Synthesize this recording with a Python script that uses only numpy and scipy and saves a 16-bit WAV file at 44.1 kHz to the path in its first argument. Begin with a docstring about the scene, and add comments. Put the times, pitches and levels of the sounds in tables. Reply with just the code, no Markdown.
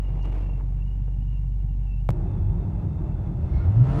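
"""A deep engine drone inside a closed car at idle, with a thin flickering whistle and a rustling sleeve.
With a knock the scene cuts to the car rolling on a country road: tyres rumble, the body shakes.
The throttle opens, the firing rate climbs through the cabin's booming resonances,
and uneven firing pulses and gas noise break into a roar."""
import sys
import numpy as np
from scipy import signal
from scipy.fft import rfft, irfft, next_fast_len
from scipy.io import wavfile
from scipy.ndimage import map_coordinates

SR = 44100
rng = np.random.default_rng(int(sys.argv[2]) if len(sys.argv) > 2 else 0)


def log_audio(samples):
    """Write samples as a 16-bit WAV file to the path given in sys.argv[1]."""
    # one column per channel
    frames = np.atleast_2d(samples).T
    # limit to full scale, then quantise
    limited = np.clip(frames, -1, 1)
    pcm = np.round(limited * 32767).astype(np.int16)
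    wavfile.write(sys.argv[1], SR, pcm)


N = 176400
ROAD_START_S, IDLE_END_S = 2.0905, 2.1055

# Firing rate at idle and pulling away: time_s, rate_hz
IDLE_RATE = [(0, 46.71), (.6, 46.82), (1.25, 48.2), (1.7, 47.63), (2.1, 46.8)]
REV_RATE = [(3.45, 57.85), (3.6, 71.02), (3.69, 92.3), (3.775, 116), (3.815, 124.2), (3.87, 133.3),
            (4, 140.6)]
# Engine and belt lines at idle: firing_multiple, level_db
IDLE_ORDERS = [(1, -25), (3 / 2, -45), (2, -36.5), (21 / 8, -40), (3, -44), (10 / 3, -46)]
# Lines under load: firing_multiple, relative_db
REV_ORDERS = [(1 / 2, 0), (3 / 4, 0.93), (5 / 4, 2), (9 / 4, -2.8), (13 / 4, -6.5)]
# Roar under load: time_s, gain_db
LOAD = [(3.3, -60.5), (3.45, -53), (3.62, -49.5), (3.79, -46.5), (3.9, -39.5), (4, -35.5)]
# Pulse strength per cylinder: relative_db
CYLINDERS_DB = [3, -3, 1, -2]
# Cabin boom: firing_rate_hz, level_db
CABIN_RESPONSE = [(58, -24), (71, -22.5), (80, -26.5), (92, -15.5), (106, -25), (117, -14.5), (124, -10),
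                  (130, -21.5), (141, -27.5)]
# Rings at throttle opening: centre_s, sigma_s, pitch_hz, level_db
THROTTLE_RINGS = [(3.58, .05, 2170, -61.5), (3.63, .025, 1390, -54), (3.58, .035, 4200, -72),
                  (3.55, .07, 5450, -79)]
# Engine spectra: freq_hz, relative_db
EXHAUST_SPECTRUM = [(25, -39), (45, -20), (62, -9), (82, -18), (105, 5.5), (150, 4.5), (178, -5),
                    (250, -10.5), (330, -21), (600, -44.5)]
ENGINE_BAY_SPECTRUM = [(180, -25.5), (280, -6), (400, -7), (520, -8), (650, -7), (790, -11.5), (950, -12),
                       (1200, -19.5), (2600, -22.5), (3300, -33.5), (5000, -52.5)]
ROAR_SPECTRUM = [(110, -11), (175, 3), (230, 0.5), (310, -5.5), (400, -12), (445, -2), (490, -13.5),
                 (600, -4), (800, -14), (1150, -16), (1400, -19.5), (2000, -27.5), (2800, -31.5),
                 (4000, -40), (9000, -50.5), (15000, -70)]
INTAKE_SPECTRUM = [(900, -21), (1400, 3), (3000, -9), (4000, -10), (7000, -29.5), (12000, -35)]
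# Road noise spectra: freq_hz, relative_db
ROAD_BOOM_SPECTRUM = [(20, -33.5), (32, -20), (45, 4.5), (58, -5), (80, -21), (150, -49.5)]
BODY_SPECTRUM = [(40, -24), (68, -0.5), (100, 1), (125, -3.5), (158, -3), (195, -11.5), (240, -23),
                 (400, -41.5)]
TYRE_SPECTRUM = [(130, -25), (210, -5), (270, -3), (350, 1.5), (450, -12), (600, -13), (820, -12.5),
                 (1000, -19.5), (1400, -26.5), (2000, -35.5), (2700, -41), (5000, -58)]
# Body swells on uneven road: centre_s, pitch_hz, level_db
BUMPS = [(2.2, 46, -29), (2.35, 100, -27), (2.41, 70, -26), (2.78, 50, -30), (2.87, 100, -29),
         (3.03, 46, -26), (3.2, 97, -29), (3.35, 58, -30), (3.435, 80, -24)]
# Buzzing cabin resonances: pitch_hz, width_hz, level_db
CABIN_BUZZ = [(592, 35, -63), (845, 45, -64), (922, 25, -66), (2100, 130, -79), (2644, 200, -76.5)]
# Whistle squeaks: start_s, length_s, pitch_hz, level_db
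SQUEAKS = [(0, 0.12, 2840, -63), (0.196, 0.12, 2827, -59.5), (0.376, 0.21, 2720, -64),
           (0.797, 0.033, 2730, -62), (0.838, .15, 2873, -66.5), (1.133, 0.016, 2830, -65),
           (1.22, 0.017, 2880, -61), (1.302, 0.032, 2870, -66.5), (1.335, 0.05, 2750, -66),
           (1.878, .13, 2685, -62.5)]
# Bright cloth swishes: centre_s, sigma_s, level_db
SWISHES = [(0.254, .007, -44.5), (.335, .035, -55.5), (0.415, 0.035, -54)]
# Cloth spectra: freq_hz, relative_db
DRAG_SPECTRUM = [(150, -16.5), (280, 10.5), (500, -0.5), (900, -2.5), (1500, -19), (2400, -18), (4000, -32),
                 (9000, -46.5)]
SWISH_SPECTRUM = [(300, 2), (900, 16.5), (1500, 1.5), (2400, 4.5), (4500, -12), (7000, -15), (15000, -30)]
# Dull knocks and taps: start_s, level_db, pitch_hz, t60_s
KNOCKS = [(.599, -42, 1020, .03), (.608, -40, 900, .03), (1.078, -35.5, 479, .032), (1.443, -48, 760, .03),
          (1.629, -49, 650, .04)]
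# Spectra of the knock at the cut and the steady hiss: freq_hz, relative_db
CUT_KNOCK_SPECTRUM = [(150, -13.5), (500, 5), (850, 1.5), (1300, -6.5), (1900, -20.5), (2250, -9.5),
                      (2600, -25.5), (3600, -23), (4500, -34.5), (15000, -41.5)]
HISS_SPECTRUM = [(1500, -6), (3500, 2), (5000, -1.5), (6500, -1), (10000, -7.5), (15500, -9)]


def engine_idle():
    """Steady firing drone, looser upper lines; exhaust and engine bay noise pulse with each firing."""
    firing_hz = curve(IDLE_RATE)
    drone = sum(amp(db + .4 * order * wobble(10))
                * tone(order * firing_hz, blur_rad=.02 * order ** 2, blur_hz=10)
                for order, db in IDLE_ORDERS)
    exhaust = amp(-39.3) * noise(EXHAUST_SPECTRUM) * puffs(firing_hz, depth=.45)
    bay = amp(-62 + 1.3 * wobble(25)) * noise(ENGINE_BAY_SPECTRUM) * puffs(firing_hz, depth=.2)
    hum = amp(-69 + 4 * wobble(16)) * narrow_noise(790, width_hz=110)
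    hum += amp(-74) * tone(931, blur_rad=.5)
    return drone + exhaust + bay + hum


def engine_rev():
    """The firing line sweeps through cabin resonances; pulses, gas noise and whine grow with load."""
    firing_hz = curve(REV_RATE)
    throttle = np.clip((clock() - 3.44) / .075, 0, 1)
    flutter = unit(amp(2 * wobble(70)))
    cabin_db = np.interp(firing_hz, *np.transpose(CABIN_RESPONSE))
    boom = throttle * flutter * amp(cabin_db) * tone(firing_hz, blur_rad=.25)
    lines = sum(amp(db + 3.8 * wobble(30)) * tone(order * firing_hz, blur_rad=.93)
                for order, db in REV_ORDERS)
    firing = amp(-1) * firing_pulses(firing_hz)
    gas = amp(2) * noise(ROAR_SPECTRUM) * puffs(firing_hz / 2, depth=.17)
    whine = amp(-39) * narrow_noise(69 * firing_hz, width_hz=350)
    return boom + amp(curve(LOAD)) * (lines + firing + gas + whine)


def firing_pulses(firing_hz, cabin_t60_s=.093):
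    """Four unequal cylinders fire in turn; each pulse reverberates in the cabin."""
    onsets = np.flatnonzero(np.diff(np.floor(np.cumsum(firing_hz) / SR)))
    pulses = np.zeros(N)
    pulses[onsets] = amp(np.resize(CYLINDERS_DB, len(onsets)))
    t = clock()[:SR // 8]
    reverb = rng.standard_normal(len(t)) * amp(-60 * t / cabin_t60_s)
    return coloured(signal.fftconvolve(pulses, reverb)[:N], ROAR_SPECTRUM)


def intake():
    """Air rushes in as the throttle opens, with faint ringing."""
    rush = amp(-62) * swell(3.6, sigma_s=.084) * noise(INTAKE_SPECTRUM)
    rings = sum(amp(db) * swell(centre_s, sigma_s) * narrow_noise(hz, width_hz=hz / 14)
                for centre_s, sigma_s, hz, db in THROTTLE_RINGS)
    return rush + rings


def road():
    """The road shakes the body; tyres rush, the cabin buzzes, a faint high shimmer wavers."""
    boom = amp(-30) * noise(ROAD_BOOM_SPECTRUM)
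    body = amp(-28) * unit(amp(1.8 * wobble(14)) * noise(BODY_SPECTRUM))
    bumps = sum(amp(db) * swell(centre_s, sigma_s=.026) * tone(hz) for centre_s, hz, db in BUMPS)
    tyres = amp(-43 + 1.1 * wobble(11)) * noise(TYRE_SPECTRUM)
    buzz = sum(amp(db + 2.9 * wobble(20)) * narrow_noise(hz, width_hz)
               for hz, width_hz, db in CABIN_BUZZ)
    shimmer = amp(-80 + 2 * wobble(20)) * narrow_noise(3520 + 50 * wobble(10), width_hz=110)
    return boom + body + bumps + tyres + buzz + shimmer * (clock() > 2.22)


def cut_knock(thump_hz=125, thump_t60_s=.075):
    """A knock and low thump as the road begins; a sharp click as the idle ends."""
    impulse = np.diff(1.0 * (clock() > ROAD_START_S), prepend=0)
    knock = coloured(impulse, CUT_KNOCK_SPECTRUM)
    knock *= amp(-16.5) / np.abs(knock).max()
    t = np.maximum(clock() - ROAD_START_S, 0)
    envelope = amp(-8 - 60 * t / thump_t60_s) * (1 - np.exp(-t / .0034))
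    thump = -envelope * np.sin(2 * np.pi * thump_hz * t)
    t = clock() - IDLE_END_S
    click = amp(-23.5) * (t > 0) * np.exp(-np.abs(t) / .003)
    return knock + thump + click


def sleeve(peak_s=.35, rise_db_per_s=14, fall_db_per_s=28.5):
    """Cloth drags over the seat with grainy swishes and catches once with a bright tick."""
    t = clock() - peak_s
    drag_db = -44.5 + np.minimum(rise_db_per_s * t, -fall_db_per_s * t)
    grain = unit(amp(2 * wobble(110) + 2.5 * wobble(900)))
    strokes = sum(amp(db) * swell(centre_s, sigma_s) for centre_s, sigma_s, db in SWISHES)
    tick = amp(-64.5) * swell(.231, sigma_s=.005) * narrow_noise(5400, width_hz=3000)
    return grain * (amp(drag_db) * noise(DRAG_SPECTRUM) + strokes * noise(SWISH_SPECTRUM)) + tick


def knocks():
    """Dull knocks and taps: each a damped ring with some grit."""
    out = np.zeros(N)
    for start_s, db, hz, t60_s in KNOCKS:
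        t = np.maximum(clock() - start_s, 0)
        grit = amp(-4) * noise([(200, -3), (hz, 0), (2 * hz, -14), (4 * hz, -32)])
        envelope = amp(db - 60 * t / t60_s) * (1 - np.exp(-t / .001))
        out += envelope * (np.sin(2 * np.pi * hz * t) + grit)
    return out


def whistle():
    """A thin, hoarse whistle flutters and swells into short squeaks."""
    out = amp(-75.5 + 3.5 * wobble(40)) * narrow_noise(2820, width_hz=170)
    for start_s, length_s, hz, db in SQUEAKS:
        gate = np.exp(-(2 * (clock() - start_s) / length_s - 1) ** 4)
        envelope = gate * amp(db + 2 * wobble(70))
        out += envelope * unit(tone(hz) + .75 * narrow_noise(hz, width_hz=170))
    return out


def hiss():
    """Faint steady hiss."""
    return amp(-75.5) * noise(HISS_SPECTRUM)


def amp(db):
    """Decibels to gain."""
    return 10 ** (np.asarray(db) / 20)


def unit(x):
    """Scale to rms 1."""
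    return x / np.sqrt(np.mean(x ** 2) + 1e-20)


def clock():
    """Sample times in seconds."""
    return np.arange(N) / SR


def curve(points):
    """Interpolate (time_s, value) points per sample."""
    return np.interp(clock(), *np.transpose(points))


def swell(centre_s, sigma_s):
    """Gaussian envelope, peak 1."""
    return np.exp(-.5 * ((clock() - centre_s) / sigma_s) ** 2)


def puffs(rate_hz, depth):
    """Gain that swells once per cycle, rms 1."""
    return unit(np.exp(depth * np.cos(phase_rad(rate_hz))))


def wobble(rate_hz):
    """Smooth random curve with knots at rate_hz."""
    return map_coordinates(rng.standard_normal(4096), [clock() * rate_hz + 3], mode="wrap")


def phase_rad(hz):
    """Running phase of a fixed or gliding frequency."""
    return 2 * np.pi * np.cumsum(hz + np.zeros(N)) / SR


def tone(hz, blur_rad=0., blur_hz=40):
    """Sine with wandering phase, rms 1."""
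    return -np.sqrt(2) * np.cos(phase_rad(hz) + blur_rad * wobble(blur_hz))


def narrow_noise(hz, width_hz):
    """Noise band around hz, rms 1: a resonance driven by friction or flow."""
    phase = phase_rad(hz)
    return unit(wobble(width_hz) * np.cos(phase) + wobble(width_hz) * np.sin(phase))


def noise(spectrum):
    """Coloured noise, rms 1."""
    return coloured(rng.standard_normal(N + SR), spectrum)


def coloured(x, spectrum):
    """Minimum-phase filter through (freq_hz, relative_db) points; output rms 1."""
    size = next_fast_len(N + SR // 2) // 2 * 2
    hz, db = np.transpose(spectrum)
    log_bins = np.log(np.fft.rfftfreq(size, 1 / SR) + 1)
    log_knots = np.log(np.r_[hz[0] / 2, hz, hz[-1] * 2])
    gain_db = np.interp(log_bins, log_knots, np.r_[-120, db, -120])
    cepstrum = irfft(np.log(amp(gain_db)), size)
    cepstrum[1:size // 2] *= 2  # fold to make it causal
    cepstrum[size // 2 + 1:] = 0
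    response = np.exp(rfft(cepstrum))
    return unit(irfft(rfft(np.resize(x, size)) * response, size)[:N])


def scene():
    """Idle, then an abrupt cut to the road; mono."""
    idle_gate = np.clip((IDLE_END_S - clock()) / .0023, 0, 1)
    road_gate = np.clip((clock() - ROAD_START_S) / .0013, 0, 1)
    parked = idle_gate * (engine_idle() + whistle() + sleeve())
    driving = road_gate * (road() + engine_rev() + intake())
    return (parked + driving + knocks() + cut_knock() + hiss())[None]


def record(dry):
    """Brick-wall low-pass."""
    cutoff_hz = 15750
    size = next_fast_len(N + SR // 2)
    passband = np.fft.rfftfreq(size, 1 / SR) < cutoff_hz
    return irfft(rfft(dry, size) * passband, size)[..., :N]


dry = scene()
out = record(dry)
log_audio(out)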